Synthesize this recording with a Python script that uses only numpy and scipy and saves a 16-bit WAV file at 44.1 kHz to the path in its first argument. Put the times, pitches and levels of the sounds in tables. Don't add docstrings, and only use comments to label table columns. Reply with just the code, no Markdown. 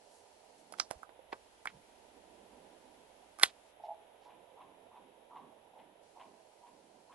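import sys
import numpy as np
from scipy import signal
from scipy.fft import rfft, irfft
from scipy.io import wavfile
from scipy.ndimage import uniform_filter1d

SR = 44100
rng = np.random.default_rng(int(sys.argv[2]) if len(sys.argv) > 2 else 0)


def file_out(sig):
    cols = np.atleast_2d(sig).T
    lim = np.clip(cols, -1, 1)
    pcm = np.round(lim * 32767).astype(np.int16)
    wavfile.write(sys.argv[1], SR, pcm)


N = 315196
TIME = np.arange(N) / SR
EDGE_HZ = 11560


def amp(db):
    return 10 ** (np.asarray(db) / 20)


def evened(x):
    return x / np.sqrt(np.mean(x ** 2) + 1e-20)


def smooth_noise(size, width):
    return evened(uniform_filter1d(rng.standard_normal(size), width))


def read(points, hz):
    point_hz, value = np.transpose(points)
    return np.interp(np.log(hz + 1), np.log(point_hz + 1), value)


def follow(rows, t, axis=1):
    rows = np.asarray(rows)
    return np.interp(t, rows[:, 0], rows[:, axis])


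def coloured(x, gain):
    size = x.shape[-1]
    return irfft(rfft(x) * gain(np.fft.rfftfreq(size, 1 / SR)), size)


def hump(centre_hz, octaves):
    return lambda hz: np.exp(-.5 * (np.log2((hz + 1) / centre_hz) / octaves) ** 2)


def bell(t, centre_s, width_s):
    return np.exp(-.5 * ((t - centre_s) / width_s) ** 2)


def sides(pan_db):
    left = np.atleast_1d(amp(pan_db))
    return np.array([left, np.ones_like(left)]) * 2 / (1 + left)


def add(mix, s, sound):
    part = mix[:, max(round(s * SR), 0):][:, :sound.shape[1]]
    part += sound[:, :part.shape[1]]


def dying(noise, t60, t):
    hz, frames, z = signal.stft(noise, SR, nperseg=256)
    fade = amp(-60 * np.maximum(frames + t[0], 0) / read(t60, hz)[:, None])
    return signal.istft(z * fade, SR, nperseg=256)[1][..., :len(t)]


def echoes(x, t60, likeness=0.7):
    t = np.arange(SR) / SR
    taps = rng.standard_normal((2, SR))
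    taps[0] = likeness * taps[1] + np.sqrt(max(1 - likeness ** 2, 0)) * taps[0]
    tail = dying(taps, t60, t) * np.minimum(t / 0.0035, 1)
    return signal.fftconvolve(x, tail / np.linalg.norm(tail[1]), axes=1)[:, :N]


# (frequency [Hz], relative density [dB])
HISS_SPECTRUM = [(30, -6.5), (300, -4), (1200, 3), (2000, 1.5), (3200, 1.5), (4500, -4.5), (6000, -6.5),
                 (9500, -8), (10300, -3), (11500, -4.5)]
# (time [s], level outside 4-10 kHz [dB], gain of 4-10 kHz [dB])
HISS_CURVE = [(0, -72.5, -67), (2.6, -70, -69.5), (7.15, -74.5, -70.5)]
# (start [s], end [s])
DULL_STRETCHES = [(1.05, 1.314), (3.72, 6.025)]
DULL_DB, DULL_FADE_S = -8, 0.035


def hiss(level_db=3.0, rumble_db=-78):
    spectrum = lambda hz: amp(read(HISS_SPECTRUM, hz)) * (hz < EDGE_HZ)
    noise = evened(coloured(rng.standard_normal((2, N)), spectrum))
    treble = coloured(noise, lambda hz: (hz > 4000) & (hz < 10000))
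    dull = sum(np.clip(np.minimum(TIME - start, end - TIME) / DULL_FADE_S + .5, 0, 1)
               for start, end in DULL_STRETCHES)
    rest_gain = amp(follow(HISS_CURVE, TIME))
    treble_gain = amp(follow(HISS_CURVE, TIME, axis=2) + DULL_DB * dull)
    air = (noise - treble) * rest_gain + treble * treble_gain
    rumble = evened(coloured(rng.standard_normal((2, N)), hump(55, 0.51))) * bell(TIME, 2.1, 1.0)
    return amp(level_db) * air + amp(rumble_db) * rumble


# (frequency [Hz], relative density [dB])
MURMUR_SPECTRUM = [(25, -17), (100, -12.5), (200, -22.5), (320, -10), (430, -1), (660, 1), (850, -2),
                   (990, -3.5), (1090, -21.5), (2000, -37)]
# (time [s], wash level [dB], low drone level [dB])
MURMUR_CURVE = [(0.0, -65.5, -82), (0.44, -65.5, -80.5), (0.75, -66, -68), (1.07, -64.5, -82),
                (1.59, -67, -80.5), (2.55, -62.5, -67), (3.6, -66.5, -80), (4.4, -63, -82.5),
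                (4.76, -64.5, -74), (6.67, -66, -80), (6.85, -66, -70), (7.15, -66, -77)]
# (frequency [Hz], left minus right [dB])
MURMUR_BALANCE = [(60, -2.5), (150, -2), (350, -11.5), (650, -13.5), (1100, -9.5)]
# (frequency [Hz], correlation [0-1])
MURMUR_LIKENESS = [(60, 0.71), (270, 1), (580, 0.3), (1200, .85)]


def murmur(drone_hz=280, drone_octaves=0.56, waver_db=0.5, wash_db=0.87, drone_db=2):
    common, other, drone_noise = rng.standard_normal((3, N))
    same = lambda hz: np.clip(read(MURMUR_LIKENESS, hz), 0, 1)
    unlike = lambda hz: np.sqrt(1 - same(hz) ** 2)
    pair = np.array([coloured(common, same) + coloured(other, unlike), common])
    wash = evened(coloured(pair, lambda hz: amp(read(MURMUR_SPECTRUM, hz))))
    wash = wash * amp(follow(MURMUR_CURVE, TIME) + wash_db)
    drone = evened(coloured(drone_noise, hump(drone_hz, drone_octaves)))
    drone = drone * amp(follow(MURMUR_CURVE, TIME, axis=2) + drone_db)
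    waver = evened(coloured(rng.standard_normal(N), hump(4.8, 0.87)))
    wavering = (wash + drone) * amp(waver_db * waver)
    return coloured(wavering, lambda hz: sides(read(MURMUR_BALANCE, hz)))


# (peak time [s], level [dB], throat [Hz], lead-in [s], rasp against voice [dB])
FAR_BARKS = [(4.299, -63, 860, 0.049, -6.5), (4.612, -56, 887, 0.043, -15), (4.965, -57.5, 897, 0.052, -11),
             (5.368, -51, 926, .066, -16.5), (5.795, -60, 723, 0.061, -5.5), (6.207, -55, 860, 0.046, -9),
             (6.67, -62, 848, .04, -10), (7.125, -62, 1000, .03, -7.5)]
BARK_DB = -58
LEAD_DB, LEAD_SLOPE = -3, 0.55
BOOM_DB, BOOM_SLOPE = -68, 0.76


def barks(pitch_hz=470, rough=0.78, peak_s=0.01405, throat_octaves=0.28, tail_db=-4,
          boom_hz=280, boom_s=0.077, lead_rise_s=0.009, rasp_grain=0.42):
    out, boom = np.zeros((2, N)), np.zeros((2, N))
    t = np.arange(-SR // 8, SR // 4) / SR
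    upper_throat = lambda hz: hump(3100, 0.26)(hz) + amp(3.0) * hump(1900, .4)(hz)
    for s, db, throat_hz, lead_s, rasp_db in FAR_BARKS:
        louder_db = db - BARK_DB
        opening = bell(t, 0, peak_s * np.where(t < 0, .6, 1.3))
        bent_hz = pitch_hz * (1 + 0.1105 * opening + 0.0678 * smooth_noise(len(t), 150))
        turns = np.cumsum(bent_hz) / SR
        folds = evened(sum(np.cos(2 * np.pi * k * turns) for k in range(1, 10)))
        drive = (1 - rough) * folds + rough * rng.standard_normal(len(t))
        lead_in = np.clip((t + lead_s) / lead_rise_s + .5, 0, 1) * np.clip(-t / 0.018, 0, 1)
        lead_in = lead_in * amp(LEAD_DB - LEAD_SLOPE * louder_db)
        voice = evened(coloured(drive, hump(throat_hz, throat_octaves))) * np.maximum(opening, lead_in)
        grain = np.exp(rasp_grain * smooth_noise(len(t), 120))
        rasp = amp(rasp_db) * evened(coloured(drive, upper_throat) * grain) * opening
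        add(out, s + t[0], amp(db) * (sides(-2.9) * voice + sides(1.9) * rasp))
        roll = evened(coloured(rng.standard_normal(len(t)), hump(boom_hz, 0.74))) * bell(t, boom_s, 0.054)
        add(boom, s + t[0], sides(-8.5) * amp(BOOM_DB + BOOM_SLOPE * louder_db) * roll)
    return out + boom + amp(tail_db) * echoes(out, [(300, 1.0), (1000, 0.56), (3500, 0.35)])


# (time [s], level [dB])
CREAK_CURVE = [(3.797, -60), (3.801, -52), (3.829, -62), (3.836, -43.5), (3.87, -51), (3.886, -42.5),
               (3.921, -44.5), (3.946, -61)]
# (frequency [Hz], width [Hz], relative level [dB])
CREAK_RESONANCES = [(690, 45, 13), (747, 87, 1), (828, 18.4, 10.5)]
SLIPS_PER_S = 162


def creak(jitter=0.091, pan_db=-3.0, tail_db=-16, low_hz=620, high_hz=960):
    t = np.arange(CREAK_CURVE[0][0], CREAK_CURVE[-1][0], 1 / SR)
    rate = SLIPS_PER_S * np.exp(jitter * smooth_noise(len(t), 200))
    slips = np.diff(np.floor(np.cumsum(rate) / SR), prepend=-1)
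    age = t - t[0]
    body = sum(amp(db) * np.exp(-np.pi * width_hz * age) * np.sin(2 * np.pi * hz * age)
               for hz, width_hz, db in CREAK_RESONANCES)
    band = signal.butter(4, [low_hz, high_hz], "bandpass", fs=SR, output="sos")
    rung = signal.sosfilt(band, signal.fftconvolve(slips, body)[:len(t)])
    out = np.zeros((2, N))
    add(out, t[0], sides(pan_db) * amp(follow(CREAK_CURVE, t)) * evened(rung))
    return out + amp(tail_db) * echoes(out, [(300, 1.0), (1500, 0.27)])


# (centre time [s], length [s], level before the swell [dB], centre [Hz])
SOFT_PUFFS = [(0.156, .22, -69.5, 7300), (0.595, .1, -71, 7000), (0.802, .07, -55, 4400),
              (.911, 0.013, -53.5, 110), (.971, .034, -56, 60), (1.329, .02, -48, 1900),
              (1.695, .05, -63, 2300), (1.754, .2, -65, 135), (3.428, .022, -46, 3000),
              (3.493, .058, -60, 2600), (3.85, .079, -70.5, 2690), (4.248, .12, -72.5, 3007)]
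PUFF_OCTAVES = 0.77


def puffs(pan_db=-4, grain=0.57):
    out = np.zeros((2, N))
    for s, length_s, db, hz in SOFT_PUFFS:
        size = int(length_s * SR)
        grains = rng.standard_normal(size) * np.exp(grain * rng.standard_normal(size))
        puff = evened(coloured(grains, hump(hz, PUFF_OCTAVES))) * np.hanning(size)
        add(out, s - length_s / 2, sides(pan_db) * amp(db) * puff)
    return out


BAND_EDGES_HZ = np.array([30, 350, 950, 1750, 2800, 4500, 7000, 11800])
BAND_CENTRES_HZ = np.sqrt(BAND_EDGES_HZ[1:] * BAND_EDGES_HZ[:-1])


def to_bands(x, band_db):
    z, hz = rfft(x), np.fft.rfftfreq(len(x), 1 / SR)
    for _ in range(3):
        energy = np.histogram(hz, BAND_EDGES_HZ, weights=abs(z) ** 2)[0] * 2 / len(x)
        power = energy / (SR // 100)
        lift_db = np.array(band_db) - 10 * np.log10(power)
        z = z * amp(read(np.c_[BAND_CENTRES_HZ, lift_db], hz))
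    return irfft(z, len(x))


BODY_RISE, TICK_RISE, TICK_FALL = 7.76, 6.5, 20
HIGH_TICK_HZ = 9100
THUD_DB = -28.5


def click_colour(db, main_hz, dullness, tick_db, tick_hz):
    def peak(centre_hz, rise, fall):
        octaves = np.log2(BAND_CENTRES_HZ / centre_hz)
        return amp(np.minimum(rise * octaves, -fall * octaves))

    body = np.hypot(peak(main_hz, BODY_RISE, dullness), amp(THUD_DB) * (BAND_CENTRES_HZ < main_hz))
    tick = peak(tick_hz, TICK_RISE * HIGH_TICK_HZ / tick_hz, TICK_FALL)
    return 20 * np.log10(np.hypot(amp(db) * body, amp(tick_db) * tick))


# (frequency [Hz], relative level [dB], t60 before the ring factor [s])
STRUCK_MODES = [(350, -5.5, 0.014), (470, -12, 0.0047), (780, -2.5, 0.015), (1105, -11, 0.02),
                (1506, -6.5, 0.023), (1780, -17, .02), (1970, -3.5, 0.0088), (2308, -7, 0.019),
                (2570, -11.5, 0.024), (3428, 3, 0.005), (3640, -10, .012), (4183, -3, 0.01),
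                (4363, -12.5, .012), (5010, -5.5, 0.017), (7180, -12.5, .014), (8605, -18, 0.016),
                (10200, -8, 0.019), (10300, -11.5, 0.0077), (11090, -10.5, 0.02)]
# (frequency [Hz], t60 [s])
SURROUNDINGS_T60 = [(100, .15), (700, 0.16), (2500, 0.066), (5000, .14), (11000, 0.093)]
# (frequency [Hz], phase [rad])
LEFT_PORT_PHASE = [(300, 0.44), (700, -0.98), (1400, -1.9), (2300, -0.99), (4200, -1.5), (6000, -2.5),
                   (11000, -1.3)]
TICK_PAN_DB = -7


def click(s, main_hz, ring, contact_s, tail_db, body_pan_db, band_db,
          main_db=1, main_t60=.014, crack_db=-4, crack_s=.0017, slide_db=-4, catch=.75, lumpy=.3):
    t = np.arange(-SR // 100, SR // 5 - SR // 100) / SR
    age = np.maximum(t - catch * contact_s, 0)
    build = np.minimum(age / contact_s, 1)
    free = np.maximum(age - contact_s, 0)
    modes = [(main_hz, main_db, main_t60)] + STRUCK_MODES
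    signs = [1] + [(-1) ** k for k in range(len(STRUCK_MODES))]
    body = sum(sign * amp(db) * np.exp(-np.log(1000) * free / (t60 * ring)) * np.sin(2 * np.pi * hz * age)
               for sign, (hz, db, t60) in zip(signs, modes))
    grit, scratch, scatter = rng.standard_normal((3, len(t)))
    crack = amp(crack_db) * grit * np.exp(-free / (crack_s * ring))
    slide = evened(coloured(scratch, hump(10500, 0.91))) * np.exp(-(t / contact_s - 1) ** 2 / 4.0)
    direct = to_bands((body + crack) * build + amp(slide_db) * slide, band_db)
    scatter = scatter * np.exp(lumpy * smooth_noise(len(t), 130))
    tail = dying(scatter, SURROUNDINGS_T60, t) * np.clip(t / 0.0037, 0, 1)
    right = direct + to_bands(tail, band_db + tail_db)
    pan = [(3500, body_pan_db), (4500, TICK_PAN_DB)]
    port = lambda hz: amp(read(pan, hz)) * np.exp(1j * read(LEFT_PORT_PHASE, hz))
    return s + t[0], np.array([coloured(right, port), right])


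# (time [s], level [dB], main ring [Hz], ring length [factor], contact [s],
# dullness [dB/octave], tick level [dB], tick [Hz], left minus right of the body [dB])
CLICKS_AND_TAPS = [(0.7233, -45, 640, 0.96, 0.00055, 13, -51.5, 8900, -16),
                   (.738, -47.5, 1300, 0.82, .00028, 12, -66, 9100, -18),
                   (0.7853, -49, 517, 1.2, 0.00039, 4, -69, 9100, -17),
                   (.7983, -32, 1325, 0.96, .00058, 7, -27.5, 5640, -14.5),
                   (0.9057, -51, 1210, .8, .0005, 7, -61, 9100, -16),
                   (.911, -33, 677, .38, .00027, 9.5, -44, 8900, -23),
                   (1.031, -43, 1370, 0.88, 0.00038, 34, -66, 9100, -19),
                   (1.0915, -50.5, 618, 2.2, .00057, 9, -82, 9100, -16),
                   (1.1925, -48.5, 530, 1.5, .00044, 15, -79, 9100, -14),
                   (1.325, -38, 912, 2.5, 0.0016, 10.5, -76, 9100, -1),
                   (1.3289, -36.5, 425, 1.2, 0.0012, 7, -82, 9100, -10),
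                   (1.6551, -34, 1660, 0.63, .0012, 35, -53, 9100, -9),
                   (1.6713, -36, 2220, 0.57, .0011, 15.5, -60, 9100, -4.5),
                   (3.3864, -47.5, 1220, 1, 0.001, 22, -59, 9100, -12.5),
                   (3.3967, -46, 1196, .9, .00063, 6, -49, 9100, -9),
                   (3.4106, -42.5, 1530, 2, 0.0011, 18, -58, 9100, -10.5),
                   (3.417, -44, 1484, 1.4, 0.00032, 28, -51, 9100, -7),
                   (3.4246, -39.5, 1220, 1.4, 0.0017, 8, -46, 9100, -2.5),
                   (3.4323, -48, 1607, .9, .0011, 10.5, -23, 9900, -3.5),
                   (3.4322, -17.5, 2033, 1.08, .0015, 16, -15.5, 3400, -2),
                   (3.4377, -37, 1900, .6, .0004, 5, -32.5, 9103, -4)]
ORDINARY_DB = -42
TAIL_DB, TAIL_SLOPE = -9, 0.28


def clicks():
    out = np.zeros((2, N))
    for s, db, main_hz, ring, contact_s, dullness, tick_db, tick_hz, pan_db in CLICKS_AND_TAPS:
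        band_db = click_colour(db, main_hz, dullness, tick_db, tick_hz)
        tail_db = TAIL_DB - TAIL_SLOPE * (band_db.max() - ORDINARY_DB)
        add(out, *click(s, main_hz, ring, contact_s, tail_db, pan_db, band_db))
    return out


def scene():
    return hiss() + murmur() + barks() + creak() + puffs() + clicks()


def record(dry, ceiling=0.93):
    limited = ceiling * np.tanh(dry / ceiling)
    lowpass = signal.firwin(301, EDGE_HZ, window=("kaiser", 8), fs=SR)
    return signal.oaconvolve(limited, lowpass[None], "same")


dry = scene()
out = record(dry)
file_out(out)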